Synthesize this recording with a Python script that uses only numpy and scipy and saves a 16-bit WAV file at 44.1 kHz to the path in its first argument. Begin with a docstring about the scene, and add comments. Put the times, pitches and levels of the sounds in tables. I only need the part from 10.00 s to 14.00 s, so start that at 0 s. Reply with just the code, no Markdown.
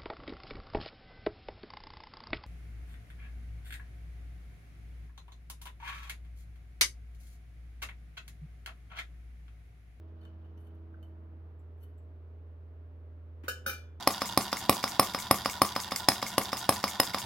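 """Appliances hum in a quiet kitchen while a thin can lid slides off its can with faint scrapes and ticks.
The scraping is friction noise that gathers at the resonances of the held lid. One hum stops midway.
Lowered into a steel sink, the lid bumps, clinks once and lands with a short rattle: each contact is
a noisy clash of sheet metal over the ringing modes of lid and sink."""
import sys
import numpy as np
from scipy import signal
from scipy.fft import irfft
from scipy.io import wavfile

SR = 44100
rng = np.random.default_rng(int(sys.argv[2]) if len(sys.argv) > 2 else 0)


def store_pcm(level_fs):
    """Save levels as 16-bit WAV."""
    pcm = np.round(np.clip(level_fs, -1, 1) * 32767).astype(np.int16)
    wavfile.write(sys.argv[1], SR, np.atleast_2d(pcm).T)


N = 176400
TOP_HZ = 15900

# Likeness of left and right: freq_hz, correlation
STEREO_LIKENESS = [(60, 1), (150, 0.88), (350, .8), (550, 0.6), (1200, 0), (15000, 0)]
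# Kitchen reverb time: freq_hz, t60_s
ROOM_DECAY = [(200, .35), (1500, 0.45), (3000, 0.4), (15000, 0.22)]
# Lid hitting the sink; spot blends from contact point A (0) to B (1), focus is the most excited pitch:
# start_s, ring_db, clash_db, spot, tilt_db_per_octave, focus_hz, focus_lift_db
SINK_HITS = [(3.481, 1, 1, 0.07, -2.5, 1390, 1.5), (3.4941, -14, -16, 0.38, 0, 2300, 6),
             (3.6618, -1, -1.5, 0.87, -1, 1450, 6), (3.6802, -9, -6, 1, 1.5, 4400, -0.5),
             (3.694, -13.5, -5.5, 0.97, 0, 2290, 20.5), (3.711, -17, -11, 0.22, -3, 2320, 16),
             (3.73, -12.5, -14.5, 0.6, -2, 4400, 11.5)]
# Modes of lid and sink: pitch_hz
METAL_PITCHES = [502, 534, 810, 1335, 1438, 1494, 1612, 1685, 1720, 2137, 2388, 2770, 2962, 3016, 3232,
                 3461, 3701, 3765, 4427, 4610, 5202, 5350, 5772, 6148, 6228, 7286, 7383, 9294, 10250, 11650,
                 12488, 14870]
# Stereo lean of the clinks: freq_hz, left_minus_right_db
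CLINK_BALANCE = [(200, -0.5), (530, 1), (1500, 3), (2400, 2), (4000, -0.5), (9000, -1.5), (15000, -1.5)]


def amp(db):
    """Decibels to gain."""
    return 10 ** (np.asarray(db) / 20)


def curve(points, hz, column=1):
    """One column of a table, interpolated over log frequency."""
    table = np.array(points, float)
    return np.interp(np.log(hz + 1), np.log(table[:, 0] + 1), table[:, column])


def near(hz, modes_hz, width_hz):
    """1 on a mode, falling towards 0 away from it."""
    distance_hz = abs(hz[:, None] - np.array(modes_hz)).min(1)
    return np.exp(-(distance_hz / width_hz) ** 2)


def bell(hz, centre_hz, octaves):
    """A bell curve over pitch, 1 at its centre."""
    return np.exp(-(np.log2(hz / centre_hz) / octaves) ** 2)


def add(mix, start_s, sound):
    """Mixes in a stereo sound."""
    part = mix[:, round(start_s * SR):][:, :sound.shape[1]]
    part += sound[:, :part.shape[1]]


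def pan(db):
    """Left and right gains for a left-minus-right level."""
    return amp(np.array([[db], [-db]]) / 2)


def noise(colour, size):
    """Stereo noise with the spectrum colour(hz) in dB; the bass is nearly mono."""
    hz = np.fft.rfftfreq(size, 1 / SR)
    left, spread = np.exp(2j * np.pi * rng.random((2, len(hz))))
    likeness = np.clip(curve(STEREO_LIKENESS, hz), -1, 1)
    right = likeness * left + np.sqrt(1 - likeness ** 2) * spread
    return irfft(np.array([left, right]) * amp(colour(hz)), size) * np.sqrt(size)


def phase_gap(hz):
    """Radians between left and right, wider for higher tones."""
    return np.arccos(np.clip(curve(STEREO_LIKENESS, hz), -1, 1))


def ring(hz, t60, t):
    """One decaying mode in stereo."""
    return amp(-60 * t / t60) * np.sin(2 * np.pi * hz * t + np.array([[.5], [-.5]]) * phase_gap(hz))


def die_away(x, decay):
    """Lets each band of x fade at its own speed."""
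    hz, t, bands = signal.stft(x, SR, nperseg=256)
    bands = bands * amp(-60 * t / curve(decay, hz)[:, None])
    return signal.istft(bands, SR, nperseg=256)[1][:, :x.shape[1]]


def in_room(x, wet_db, size=22050):
    """The sound plus its diffuse kitchen reverb."""
    build_up = np.minimum(np.arange(size) / SR / 0.0078, 1)
    tail = die_away(noise(np.zeros_like, size), ROOM_DECAY) * build_up
    return x + amp(wet_db) * signal.fftconvolve(x, tail / np.linalg.norm(tail[0]), axes=1)[:, :N]


def kitchen_hum(switch_s=1.542, fade_s=0.35):
    """Motors and mains hum over soft air; as one hum stops, some tones sink and others come up."""
    # Tones that run throughout: pitch_hz, level_db
    steady_tones = [(59.2, -73), (81.71, -47.5), (118.4, -72), (147.9, -76.5), (286.1, -75.5), (414.1, -72),
                    (473.3, -75), (651, -82)]
    # Tones that change at the switch: pitch_hz, before_db, after_db
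    switched_tones = [(180, -70, -95), (210.4, -73.5, -91.5), (233.1, -70, -86.5), (266.4, -81.5, -73),
                      (325.4, -64, -79.5), (384.4, -82, -72), (503, -93.5, -79), (595, -92.5, -75.5),
                      (627.5, -76.5, -96)]
    # Room air around the switch: freq_hz, before_db, after_db
    air = [(20, -9, -7), (41.7, -5, -8), (87, 3, 4), (124, -6, -11.5), (226, -4, -6.5), (450, -7.5, -9.5),
           (683, -12, -14), (1344, -16.5, -18.5), (2820, -31, -31), (4620, -41.5, -41.5),
           (8000, -54.5, -54), (12200, -47, -47.5), (16000, -44.5, -45.5)]
    t = np.arange(N) / SR
    switched = np.clip((t - switch_s) / fade_s + .5, 0, 1)
    air_before = noise(lambda hz: curve(air, hz), N)
    air_after = noise(lambda hz: curve(air, hz, column=2), N)
    out = amp(-42) * (air_before * np.sqrt(1 - switched) + air_after * np.sqrt(switched))
    for hz, before_db, after_db in [(hz, db, db) for hz, db in steady_tones] + switched_tones:
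        waver = signal.resample(rng.standard_normal(24), N) * 0.29 * min(hz / 400, 1) ** 2
        rms = amp(before_db + (after_db - before_db) * switched) * (1 + waver)
        stereo_phase = np.array([[0], [phase_gap(hz) / 2]])
        out += np.sqrt(2) * rms * np.sin(2 * np.pi * (hz * t + rng.random()) + stereo_phase)
    return out * pan(-1.3)


def rim_scrape():
    """The lid drags softly and unevenly along the rim as it comes off."""
    # Swell of the drag: time_s, level_db
    swell = [(0.0, -9), (0.05, -6), (0.12, -7), (0.18, -4), (0.39, -4.5), (0.5, -8), (0.8, -9), (1.0, -19)]
    # Colour of the friction: freq_hz, level_db
    spectrum = [(800, -18), (1800, -3.5), (2900, 5.5), (3600, 1.5), (4300, -4), (6000, -11.5), (8000, -27),
                (16000, -31)]
    grain_db = 2.5 * signal.resample(rng.standard_normal(320), N)
    swell_db = np.interp(np.arange(N) / SR, *np.transpose(swell), right=-100)
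    return noise(lambda hz: curve(spectrum, hz), N) * amp(-72 + swell_db + grain_db)


def lid_ticks(size=13230, scrape_t60=0.065):
    """The lid's edge catches on can and fingers; each grip favours and detunes different modes."""
    # Catches of the edge: start_s, level_db, half_rise_s, tilt_db_per_octave, focus_hz, focus_lift_db
    catches = [(.207, -77.5, 0.0047, -6, 4530, 12), (0.226, -77, .005, -7, 3700, 12),
               (0.251, -68.5, .0005, -7.5, 4000, 7), (0.439, -83.5, 0.0062, -10.5, 2670, 9),
               (.571, -75.5, 0.0037, -5.5, 5800, 8), (0.581, -81, 0.016, 1.5, 10000, 6),
               (.622, -83.5, 0.02, -1.5, 9500, 9), (0.665, -75.5, 0.0034, -3, 3100, 8),
               (0.7452, -82.5, .003, -2, 5800, 2), (1.0269, -67.5, .0008, -2.5, 3050, 3.5),
               (1.588, -90, 0.0045, 6, 7600, 19), (1.767, -93, .01, 5, 7360, 10),
               (1.797, -80, 0.012, 3.5, 6400, 8), (1.823, -68, .007, 1, 3070, -1.5),
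               (1.974, -84, .005, 2.5, 7800, 19)]
    # Colour of their scraping: freq_hz, level_db
    spectrum = [(500, -12.5), (1400, 7.5), (2000, -4.5), (3000, 0.5), (3700, -11.5), (4500, -14),
                (6500, -15.5), (7600, -18.5), (8600, -23.5), (10000, -7), (12000, -6.5), (15500, -5)]
    # Modes of the lid held in the fingers: pitch_hz, level_db, t60_s
    held_modes = [(3020, -3.5, 0.095), (3600, -16.5, 0.05), (4320, -10, 0.026), (4500, -16, 0.051),
                  (5780, -16.5, 0.052), (6100, -16.5, 0.14), (7350, -13, 0.076), (7840, -17, 0.087),
                  (9280, -8, 0.062), (9950, -10.5, 0.04), (11580, -4.5, 0.14), (12300, -8, .07),
                  (14400, -14, .06)]
    t, out = np.arange(size) / SR, np.zeros((2, N))
    peaks_db = lambda hz: 11.5 * near(hz, [mode[0] for mode in held_modes], width_hz=140)
    for start_s, level_db, half_rise_s, tilt, focus_hz, lift_db in catches:
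        def touch_db(hz):
            return tilt * np.log2((hz + 500) / 6000) + lift_db * bell(hz + 1, focus_hz, octaves=.14)

        rise_s = 2 * half_rise_s
        tick = noise(lambda hz: curve(spectrum, hz) + touch_db(hz) + peaks_db(hz), size)
        tick *= amp(5 - 60 * np.maximum(t - rise_s, 0) / scrape_t60)
        for hz, mode_db, t60 in held_modes:
            scatter_db, detune = rng.normal(0, [2, .006])
            hold = amp(-60 * np.maximum(rise_s - t, 0) / t60)  # no decay until the rise ends
            tone = ring(hz * (1 + detune), t60, t - rise_s) * hold
            tick += amp(mode_db + touch_db(hz) + scatter_db) * tone
        add(out, start_s, amp(level_db) * np.minimum(t / rise_s, 1) * tick)
    return in_room(out, wet_db=-7)


def dull_taps(size=13230, rise_s=0.0017):
    """Damped knocks: one broad resonance and a little hiss."""
    # Taps and brushes: start_s, level_db, centre_hz, width_octaves, t60_s, hiss_db
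    taps = [(0.2517, -53.5, 1360, 0.3, 0.021, -30), (0.9408, -51, 1440, 0.13, 0.038, -56),
            (3.435, -56, 1380, 0.75, 0.38, -22)]
    t, out = np.arange(size) / SR, np.zeros((2, N))
    for start_s, level_db, centre_hz, width, t60, hiss_db in taps:
        resonance = lambda hz: np.sqrt(bell(hz + 1, centre_hz, width))
        knock = noise(lambda hz: 20 * np.log10(resonance(hz) + amp(hiss_db)), size)
        envelope = amp(level_db - 60 * t / t60) * np.minimum(t / rise_s, 1)
        add(out, start_s, envelope * knock / knock.std())
    return in_room(out, wet_db=-10)


def basin_bump(start_s=3.4375, peak_s=0.0048, size=4410):
    """A soft push on the basin: a few low cycles that swell and die."""
    t, out = np.arange(size) / SR, np.zeros((2, N))
    swell = (t / peak_s * np.exp(1 - t / peak_s)) ** 2
    add(out, start_s, amp(-41) * swell * ring(hz=295, t60=0.91, t=t))
    return in_room(out, wet_db=-10)


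def sheet_clash(size=22050, rise_s=0.0012, flex_hz=1447, shimmer_from_hz=3900, count=110):
    """Each hit flexes the lid and sets off a noisy clash with a shimmer of weak upper modes."""
    # Colour of the sheet metal: freq_hz, spot_a_db, spot_b_db
    spectrum = [(100, -34, -20), (185, -18, -3.5), (310, -16.5, -9.5), (500, -10.5, -11), (660, -14.5, -29),
                (1010, -35.5, -23), (1120, -32, -33), (1225, -6, -2.5), (1520, -8.5, -3.5),
                (1705, -5.5, -11.5), (1830, -27, -14), (2270, -28, -27), (2370, -10.5, -2),
                (2830, -15.5, -20.5), (3014, -6.5, -1.5), (3400, -32, -37), (3730, -10, -8.5),
                (3860, -19, -14.5), (4470, -14.5, -16), (4770, -16, -22.5), (5300, -10, -9),
                (5600, -18, -20), (6270, -12, -10), (6450, -15.5, -32), (8600, -13, -20),
                (9700, -15.5, -16), (12300, -10.5, -9.5), (13200, -7, -12), (15500, -7, -12)]
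    # Fade of the clash: freq_hz, t60_s
    clash_decay = [(200, 0.14), (1500, 0.18), (4000, 0.2), (15000, 0.04)]
    # Fade of the upper modes: freq_hz, t60_s
    shimmer_decay = [(4000, .24), (7000, 0.27), (15000, 0.11)]
    t, out = np.arange(size) / SR, np.zeros((2, N))
    upper_hz = shimmer_from_hz + (TOP_HZ - shimmer_from_hz) * (np.arange(count) + rng.random(count)) / count
    upper_modes = np.sin(2 * np.pi * (upper_hz[:, None] * t + rng.random((2, count, 1))))
    upper_modes *= amp(-60 * t / curve(shimmer_decay, upper_hz)[:, None])
    upper_db = rng.normal(0, 3, count) - curve(spectrum, upper_hz).mean()
    # The sheet's fine peaks and gaps, shared by all hits
    ripple_hz = np.arange(shimmer_from_hz, TOP_HZ, 70)
    ripple_db = 3 * np.clip(rng.standard_normal(len(ripple_hz)), -2, 1)
    # A few cycles of bending as the edge lands
    flex = amp(-26) * np.exp(-(t / 0.0015 - 2) ** 2) * np.sin(2 * np.pi * flex_hz * t)
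    for start_s, _, clash_db, spot, tilt, _, _ in SINK_HITS:
        def sheet_db(hz):
            spot_db = (1 - spot) * curve(spectrum, hz) + spot * curve(spectrum, hz, column=2)
            side_db = np.array([[.5], [-.5]]) * curve(CLINK_BALANCE, hz)
            return spot_db + tilt * np.log2((hz + 100) / 3000) + side_db

        def resonant_db(hz):
            peaks_db = 5 * near(hz, METAL_PITCHES, width_hz=55)
            return sheet_db(hz) + np.interp(hz, ripple_hz, ripple_db, left=0) + peaks_db

        clash = die_away(noise(resonant_db, size), clash_decay)
        clash += amp(-12.5) * die_away(noise(resonant_db, size), ROOM_DECAY)
        shimmer = np.einsum("ck,ckt->ct", amp(sheet_db(upper_hz) + upper_db), upper_modes)
        metal = (amp(-21) * clash + amp(-55.5) * shimmer) * (1 - np.exp(-t / rise_s))
        add(out, start_s, amp(clash_db) * (metal + flex))
    return out


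def metal_ring(size=22050, rise_s=0.0024):
    """The strong modes of lid and sink ring on after each hit, weighted by where it lands."""
    # One row for each of METAL_PITCHES: t60_s, spot_a_db, spot_b_db
    modes = [(0.95, -50.5, -76.5), (0.18, -44.5, -34.5), (0.17, -70.5, -45.5), (0.16, -46, -57),
             (0.11, -37.5, -33), (0.35, -37.5, -38.5), (0.12, -37, -53.5), (0.25, -43.5, -54.5),
             (0.37, -61.5, -38.5), (0.14, -61.5, -54), (0.23, -67, -44), (.22, -42, -72), (0.17, -45, -55),
             (0.3, -44, -45.5), (0.15, -68, -64), (0.62, -73, -53), (0.23, -52, -56), (0.13, -51, -41.5),
             (0.27, -64, -50), (.28, -57, -53), (0.17, -62, -50), (0.31, -51, -53), (0.27, -61, -49),
             (0.3, -52, -43), (0.27, -60, -49), (0.29, -50.5, -56.5), (0.12, -54, -65), (0.12, -48, -40),
             (0.26, -54, -52), (0.18, -44.5, -51), (0.15, -58, -38), (0.089, -53, -35)]
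    t, out = np.arange(size) / SR, np.zeros((2, N))
    attack = 1 - np.exp(-t / rise_s)
    for start_s, ring_db, _, spot, _, focus_hz, lift_db in SINK_HITS:
        for hz, (t60, a_db, b_db) in zip(METAL_PITCHES, modes):
            spot_db = (1 - spot) * a_db + spot * b_db
            gain = amp(ring_db + spot_db + lift_db * bell(hz, focus_hz, octaves=0.25))
            add(out, start_s, gain * pan(curve(CLINK_BALANCE, hz)) * ring(hz, t60, t) * attack)
    return in_room(out, wet_db=-14)


def scene():
    """Lid, sink and kitchen together."""
    clinks = sheet_clash() + metal_ring()
    return clinks + lid_ticks() + rim_scrape() + dull_taps() + basin_bump() + kitchen_hum()


def record(dry):
    """A steep low-pass trims the highest treble."""
    low_pass = signal.firwin(511, TOP_HZ, window=("kaiser", 9), fs=SR)
    return signal.oaconvolve(dry, low_pass[None], "same")


dry = scene()
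out = record(dry)
store_pcm(out)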